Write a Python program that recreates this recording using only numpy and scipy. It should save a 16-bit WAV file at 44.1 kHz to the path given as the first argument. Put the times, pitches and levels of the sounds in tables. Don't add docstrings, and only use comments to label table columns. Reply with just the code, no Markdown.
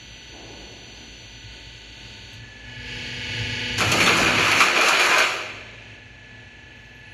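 import sys
import numpy as np
from scipy import signal
from scipy.fft import rfft, irfft, next_fast_len
from scipy.io import wavfile
from scipy.ndimage import uniform_filter1d, map_coordinates

SR = 44100
rng = np.random.default_rng(int(sys.argv[2]) if len(sys.argv) > 2 else 0)


def wav_record(signal):
    frames = np.transpose(np.atleast_2d(signal))
    bounded = np.clip(frames, -1, 1)
    quanta = np.round(bounded * 32767).astype(np.int16)
    wavfile.write(sys.argv[1], SR, quanta)


def invert_db(level):
    return 10 ** (np.asarray(level, dtype=float) / 20)


N = 314433
TIME = np.arange(N) / SR
VALVE_S, BITE_S, CUT_ENDS_S = 2.328, 2.64, 4.57
FREED_S, FALLS_S, LANDED_S = 3.772, 4.1, 5.239


def rms_one(x):
    return x / np.sqrt(np.mean(x ** 2) + 1e-20)


def in_time(rows):
    s, *columns = np.transpose(rows)
    return [np.interp(TIME, s, c) for c in columns]


def held(start_s, end_s, rise_db_s, fall_db_s):
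    rise_db = rise_db_s * (TIME - start_s)
    fall_db = fall_db_s * (end_s - TIME)
    return np.minimum(0, np.minimum(rise_db, fall_db))


def coloured(x, points):
    size = next_fast_len(len(x))
    log_hz = np.log(np.arange(size // 2 + 1) * SR / size + 1)
    hz, db = np.transpose(points)
    gain = invert_db(np.interp(log_hz, np.log(hz), db, left=-90, right=-120))
    return irfft(rfft(x, size) * gain, size)[:len(x)]


def band(x, low_hz, high_hz, order=2):
    return signal.sosfilt(signal.butter(order, [low_hz, high_hz], "band", fs=SR, output="sos"), x)


def resonance(x, hz, width_hz):
    r = np.exp(-np.pi * width_hz / SR)
    poles = [1, -2 * r * np.cos(2 * np.pi * hz / SR), r * r]
    return signal.lfilter([(1 - r * r) / 2, 0, (r * r - 1) / 2], poles, x)


def drift(rate):
    knots = rng.standard_normal(int(N / SR * rate) + 3)
    return map_coordinates(knots, [TIME * rate], order=3)


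# pitch_hz [Hz], ring_s [s to fall 60 dB]
HALL_RING = [(200, 1.62), (1000, 0.87), (2500, 1.68), (5000, 0.67), (12000, 0.36)]


def hall(x):
    age, tail = np.arange(int(1.5 * SR)) / SR, 0
    pitch_hz, ring_s = np.transpose(HALL_RING)
    for hz in 125 * 2 ** np.arange(7):
        t60 = np.interp(np.log(hz), np.log(pitch_hz), ring_s)
        tail = tail + band(rng.standard_normal(len(age)), hz, 2 * hz) * invert_db(-60 * age / t60)
    tail *= np.clip(age / 0.015, 0, 1)
    return signal.fftconvolve(x, tail / np.sqrt(np.sum(tail ** 2)))[:N]


# pitch_hz [Hz], level_db [dB per Hz]
FAR_COLOUR = [(150, -12), (220, -10), (330, -3.5), (500, -9.5), (800, -12), (1100, -21), (1500, -42)]


def far_thud():
    start_s, hold_s, level_db = 0.337, 0.21, -44.5
    db = level_db + held(start_s, start_s + hold_s, rise_db_s=500, fall_db_s=23)
    return invert_db(db) * rms_one(coloured(rng.standard_normal(N), FAR_COLOUR))


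def drive_whistle():
    whistle_hz, level_db, off_s = 6020.5, -52, 1.42
    turn = 2 * np.pi * whistle_hz * TIME
    tones = np.sin(turn) + invert_db(-30) * (np.sin(2 * turn) + np.sin(1.968 * turn))
    return invert_db(level_db + held(-1, off_s, 1, 220)) * tones


def falling_whine():
    start_s, start_hz, fall_hz_s, level_db, grow_db_s = 6.6, 14000, 6800, -90, 35
    since = np.maximum(TIME - start_s, -.1)
    hz = start_hz - fall_hz_s * since
    db = level_db + grow_db_s * since + held(start_s, 9, 400, 1)
    return invert_db(db + 2.9 * drift(89)) * np.sin(2 * np.pi * np.cumsum(hz + 130 * drift(300)) / SR)


def valve_click():
    level_db, decay_s = -51, .007
    age = np.clip(TIME - VALVE_S, 0, 1)
    hiss = rms_one(band(rng.standard_normal(N), 6500, 13500))
    return invert_db(level_db) * hiss * age / decay_s * np.exp(-age / decay_s)


def idle_level():
    valve_drop_db = -7
    oil = 0.58 + 0.43 * TIME + valve_drop_db * np.clip((TIME - VALVE_S - .03) / 0.069, 0, 1)
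    tones = -4.5 + 1.8 * TIME + held(-1, VALVE_S + 0.018, 1, 96)
    return oil + held(-1, BITE_S, 1, 95), tones


# start_s [s], end_s [s], oil_db [dB], tones_db [dB]
STROKES = [
    (2.43, 2.76, 1.4, -1),
    (5.4, 5.95, 3, -1),
    (5.95, 8.0, 0, -1),
]


def stroke_level():
    shapes = []
    for start_s, end_s, oil_db, tones_db in STROKES:
        shapes.append(held(start_s, end_s, 140, 64) + [[oil_db], [tones_db]])
    return np.max(shapes, axis=0)


# time_s [s], level_db [dB re the steady cut]
CUT = [
    (2.62, -35),
    (2.666, -16.5),
    (2.78, -11),
    (2.9, -4),
    (3.3, 0),
    (3.78, 2.5),
    (4.3, 4.5),
    (4.6, -5.5),
    (5.3, -28),
]


def cut_level():
    db = in_time(CUT)[0] + held(CUT[0][0], CUT[-1][0], 500, 500)
    return db, -2.5 + 0.84 * db


# low_db [dB near 55 Hz], high_db [dB near 110 Hz]
HUM = [
    (-52, -52),
    (-55, -49.5),
    (-45, -37),
]
# time_s [s], level_db [dB on the upper hum]
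LURCHES = [
    (1.47, 6.5),
    (1.85, -9),
    (2.4, 9.5),
    (2.6, -16),
    (2.8, 6.5),
    (3.43, 8),
    (3.62, -5),
    (3.9, 10),
    (4.08, -2),
]


def rumble():
    follows = (0.14, 1)
    lurch_s = 0.039
    settling = np.where(TIME > BITE_S + 1, 7.5 * np.minimum(TIME - 5.6, 0), stroke_level()[0])
    stop_db = held(0, CUT_ENDS_S, 500, 120)
    gains = []
    for idle, stroke, cut, share in zip(*HUM, follows):
        power = invert_db(2 * (idle + idle_level()[0]))
        power = power + invert_db(2 * (stroke + share ** 2 * settling))
        power = power + invert_db(2 * (cut + share * cut_level()[0] + stop_db))
        gains.append(np.sqrt(power))
    lurch_db = sum(db * np.exp(-((TIME - s) / lurch_s) ** 2) for s, db in LURCHES)
    steady = 1.3 * np.sin(2 * np.pi * np.cumsum(55 + 1.5 * drift(3.98)) / SR)
    low = steady + .6 * rms_one(resonance(resonance(rng.standard_normal(N), 58, 20), 53, 30))
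    high = resonance(resonance(rng.standard_normal(N), 111.8, 15.6), 62.0, 71)
    return gains[0] * rms_one(low) + gains[1] * invert_db(lurch_db) * rms_one(high)


def throbbing():
    peak_turn = .5
    tooth, beside = np.divmod(np.arange(300) + 5, 10)
    return 2 * np.pi * (.31 * tooth ** 2 - (beside - 5) * (peak_turn + .37 * (tooth - 6)))


# time_s [s], speed_hz [turns per s]
SHAFT = [
    (0, 24.902),
    (2.36, 24.902),
    (2.5, 24.68),
    (2.7, 24.63),
    (3.05, 24.5),
    (4.6, 24.5),
    (5.3, 24.68),
    (7.13, 24.667),
]


def per_turn(heights, phases):
    size = 8192
    turn = irfft(heights * np.exp(1j * phases), size) * size / 2
    angle = np.cumsum(in_time(SHAFT)[0]) / SR % 1
    return np.interp(angle * size, np.arange(size + 1), np.append(turn, turn[0]))


# start_s [s], end_s [s], level_db [dB]
SINGS = [
    (2.55, 2.86, -53),
    (6.2, 8.0, -64),
]


def stroke_song():
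    seventh = np.sqrt(2) * (np.arange(300) == 70)
    level = sum(invert_db(db + held(start_s, end_s, 82, 45)) for start_s, end_s, db in SINGS)
    return level * per_turn(seventh, throbbing())


def pump(orders, casing, level, oil_db, repeat_db, tones_db):
    heights = np.zeros((3, 300))
    for order, db in orders:
        heights[int(order) % 3, int(order)] = np.sqrt(2) * invert_db(db + tones_db)
    tones = sum(per_turn(h, throbbing()) * invert_db(2.14 * drift(6)) for h in heights)
    flaw_heights = rng.rayleigh(1, 300) ** 1.5 * (np.arange(300) > 63)
    flaws = rms_one(per_turn(flaw_heights, 2 * np.pi * rng.random(300)))
    oil = rng.standard_normal(N) * invert_db(.7 * drift(9))
    noise_db, tooth_db = level
    noise = rms_one(coloured(oil + invert_db(repeat_db) * flaws, casing))
    return invert_db(oil_db + noise_db) * noise + invert_db(tooth_db) * tones


# order [multiple of shaft rate], level_db [dB]
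IDLE_ORDERS = [(2, -63), (36, -63), (59, -63), (60, -63), (61, -67), (69, -63), (79, -61), (80, -69),
               (81, -68), (83, -66), (87, -66), (99, -64), (102, -63), (109, -60), (118, -62), (120, -58),
               (122, -64), (127, -62), (129, -65), (131, -64), (133, -66), (134, -65), (150, -61),
               (161, -67), (173, -59), (179, -66), (239, -69), (252, -69), (259, -68), (269, -73)]
TRAVEL_ORDERS = [(10, -61), (19, -66), (24, -72), (35, -68), (36, -70), (58, -71), (60, -66), (67, -69),
                 (68, -70), (69, -60.5), (70, -52.5), (71, -70), (72, -71), (79, -64), (80, -68), (90, -64),
                 (91, -66), (99, -63), (100, -64), (104, -65), (107, -65), (109, -67), (110, -66),
                 (116, -70), (120, -60), (121, -71), (129, -69), (170, -74), (181, -75), (189, -78)]
CUT_ORDERS = [(10, -43), (19, -55), (20, -50), (35, -56), (36, -53), (37, -64), (40, -68), (41, -71),
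              (49, -69), (50, -63), (60, -52), (61, -59), (62, -62), (67, -56), (68, -50), (69, -47),
              (70, -47), (79, -47), (80, -50), (81, -49), (90, -45), (91, -52), (94, -57), (100, -45),
              (104, -51), (110, -50), (119, -46), (120, -40), (130, -48), (147, -58)]
# pitch_hz [Hz], level_db [dB per Hz]
IDLE_CASING = [(120, -7.5), (220, 2), (800, -9.5), (1210, -15.5), (1600, -9), (1900, -13), (2700, -2.5),
               (3300, -5), (3930, -12.5), (4400, -3.5), (5420, -22), (6430, -13), (8390, -29.5),
               (10700, -31.5), (14000, -42)]
TRAVEL_CASING = [(120, -18), (220, -2.5), (468, -8.5), (876, -10), (1150, -18.5), (1600, -12),
                 (1840, -10.5), (2540, -5.5), (3600, -17), (4400, -17.5), (5100, -27), (6430, -22),
                 (8300, -36.5), (10900, -43), (14000, -55)]
CUT_CASING = [(120, -11), (250, -6), (500, -9), (800, -16), (1330, -20), (1670, -5.5), (1900, -7.5),
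              (2700, -0.5), (4000, -11.5), (4400, -6), (5320, -17.5), (6800, -17.5), (8300, -34),
              (10700, -32), (14000, -49)]


def pump_states():
    idle = pump(IDLE_ORDERS, IDLE_CASING, idle_level(), oil_db=-45, repeat_db=-3.5, tones_db=1.6)
    travel = pump(TRAVEL_ORDERS, TRAVEL_CASING, stroke_level(), oil_db=-48.5, repeat_db=-7, tones_db=.8)
    cut = pump(CUT_ORDERS, CUT_CASING, cut_level(), oil_db=-32, repeat_db=-8, tones_db=2.2)
    return idle + travel + cut


# time_s [s], rattle_db [dB], edge_db [dB of the top re the rest]
SHEET = [
    (3.8, -24.5, -5),
    (3.822, -18.5, -13.5),
    (3.87, -21.5, -14),
    (4.02, -20.5, -7),
    (4.348, -19, -16.5),
    (4.638, -16.5, -9.5),
    (4.728, -18, -19.5),
    (4.788, -16, -13.5),
    (5.22, -16.5, -15.5),
]
# level_db [dB re the rattle], ring_out_db_s [dB per s]
SHEET_PARTS = [
    (-8, 13),
    (-14.5, 56),
    (-7, 81),
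    (-3.5, 83),
    (1, 100),
]


def sheet_levels():
    rattle_db, edge_db = in_time(SHEET)
    for s, _, knock_db, *_ in SLAPS:
        hush = np.where(TIME < s, np.exp(np.minimum(TIME - s, 0) / 0.024), 0)
        rattle_db = rattle_db - 0.49 * max(knock_db + 14.5, 0) * hush
    own = [held(0, FALLS_S, 1, 22.5), 0, 0, 0, edge_db]
    levels = []
    for (db, fall_db_s), more in zip(SHEET_PARTS, own):
        levels.append(rattle_db + db + more + drift(22) + held(0, LANDED_S, 1, fall_db_s))
    return levels


SHEET_EDGES_HZ = [140, 330, 700, 1700, 5000, 14800]
# pitch_hz [Hz], level_db [dB per Hz]
SHEET_COLOUR = [(76, -14), (130, -6.5), (182, -3.5), (377, -11), (766, -8.5), (1280, -0.5), (1900, -5),
                (2450, 3.5), (3710, -10), (4340, -7), (4980, -14), (6960, -11), (8320, -26), (10700, -20.5),
                (14400, -36.5)]
SHEET_MODES = dict(low_hz=340, high_hz=4600, width_hz=25, db=-3, swell_db=5)


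def sheet():
    start = int(FREED_S * SR)
    knocks = invert_db(3.8 * np.minimum(rng.exponential(1, N), 5)) * rng.choice([-1, 1], N)
    knocks *= rng.random(N) < 7000 * invert_db(3 * drift(25)) / SR
    field = coloured(rms_one(knocks) + 1.07 * rng.standard_normal(N), SHEET_COLOUR)[start:]
    field += 0.29 * resonance(field, 2480, 430) + 0.29 * resonance(field, 1240, 210)
    count = 36
    spread = (np.arange(count) + rng.random(count)) / count
    pitches = SHEET_MODES["low_hz"] * (SHEET_MODES["high_hz"] / SHEET_MODES["low_hz"]) ** spread
    swells = SHEET_MODES["db"] + SHEET_MODES["swell_db"] * rng.standard_normal((count, 60))
    steps = np.linspace(0, 59, len(field))
    modes = 0
    for hz, db in zip(pitches, swells):
        drive = field * np.interp(steps, np.arange(60), invert_db(db))
        modes = modes + resonance(drive, hz, SHEET_MODES["width_hz"])
    damped = invert_db(held(0, LANDED_S, 1, 30)[start:])
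    plate = 0
    for low, high, db in zip(SHEET_EDGES_HZ, SHEET_EDGES_HZ[1:], sheet_levels()):
        part = rms_one(band(field + damped * modes, low, high, order=4))
        plate = plate + invert_db(db[start:] - 2.5) * part
    gate = np.clip((TIME - FREED_S) / 0.016, 0, 1)
    return gate * np.pad(plate, (start, 0))


# time_s [s], crack_db [peak dB above 5 kHz], knock_db [dB], shudder_db [dB], rib_hz [Hz]
SLAPS = [(3.782, -19.5, -28.5, -22, 4300), (3.806, -20, -13.5, -19, 2340), (3.9175, -11, -15, -11.5, 2920),
         (4.0034, -20, -10, -16, 2300), (4.061, -15.5, -13, -14.5, 3500), (4.073, -28, -13, -26, 1300),
         (4.0906, -27, -17, -26, 2550), (4.171, -17.5, -26, -15, 2550), (4.27, -27, -15.5, -13.5, 1340),
         (4.3805, -37, -17.5, -23, 2470), (4.5149, -15, -10, -38, 2410), (4.6035, -13.5, -6, -18, 1146),
         (4.761, -28, -14, -12.5, 2440), (4.811, -15, -13.5, -16, 1230), (4.8847, -11.5, -18, -38, 2590),
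         (4.9954, -17, -9, -23, 2330), (5.11, -30, -16, -18, 1630), (5.1833, -11.5, -12.5, -20, 2340)]


def slaps():
    rib_db, rib_width_hz, rib_rise_s, rib_dies_s = -6, 270, 0.0044, 0.025
    age = np.arange(int(.2 * SR)) / SR
    plate = coloured(rng.standard_normal(N), SHEET_COLOUR)
    bright, dull, low, ribs = np.zeros((4, N))
    for s, crack_db, knock_db, shudder_db, hz in SLAPS:
        at = slice(round(s * SR), round(s * SR) + len(age))
        bright[at] += invert_db(crack_db - 10.5) * (np.exp(-age / 0.012) + 0.24 * np.exp(-age / 0.068))
        dull[at] += invert_db(knock_db - 11.5) * (np.exp(-age / 0.037) + 0.55 * np.exp(-age / 0.0065))
        low[at] += invert_db(shudder_db - 4) * age / 0.025 * np.exp(-age / .022)
        noise = rng.standard_normal(len(age))
        ring = rms_one(resonance(resonance(noise, hz, rib_width_hz), hz, 2 * rib_width_hz))
        ring_shape = np.clip(age / rib_rise_s, 0, 1) * np.exp(-age / rib_dies_s)
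        ribs[at] += invert_db(knock_db + rib_db) * ring * ring_shape
    cracks = bright * rms_one(band(plate, 4670, 18000, order=4))
    knocks = dull * rms_one(band(plate, 760, 5400))
    shudders = low * rms_one(band(plate, 327, 795, order=3))
    return cracks + knocks + shudders + ribs


def scene():
    electrics = drive_whistle() + falling_whine() + valve_click()
    machine = rumble() + stroke_song() + pump_states()
    metal = sheet() + slaps()
    return (far_thud() + electrics + machine + metal + invert_db(-12.5) * hall(metal))[None]


def thin_treble(x, valley_db, step_db, from_hz):
    grid = dict(window=np.sqrt(signal.get_window("hann", 2048)), nperseg=2048, noverlap=1024)
    bins = signal.stft(x, **grid)[2]
    power = np.abs(bins) ** 2
    narrow = np.repeat(power[:-1].reshape(128, 8, -1).mean(axis=1), 8, axis=0)
    narrow = np.vstack([narrow, narrow[-1:]])
    wide = uniform_filter1d(power, size=49, axis=0)
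    hz = np.arange(len(power))[:, None] * SR / 2048
    luck = np.repeat(rng.standard_normal((129, power.shape[1])), 8, axis=0)[:len(power)]
    in_valley = narrow < wide * invert_db(2 * (valley_db + 1.6 * luck))
    too_small = power < wide * invert_db(2 * step_db)
    dropped = (in_valley | too_small) & (hz > from_hz)
    return signal.istft(bins * ~dropped, **grid)[1][:N]


def top_cut(x):
    return signal.sosfilt(signal.butter(12, 14590, fs=SR, output="sos"), x)


def record(dry):
    rounded = 0.89 * np.tanh(dry / 0.91)
    x = signal.sosfilt(signal.butter(2, 30, "high", fs=SR, output="sos"), rounded)
    x = signal.sosfilt(signal.cheby2(10, 50, 14900, fs=SR, output="sos"), x)
    x = thin_treble(x[0], valley_db=-2.5, step_db=-13.5, from_hz=4690)[None]
    return top_cut(x)


dry = scene()
out = record(dry)
wav_record(out)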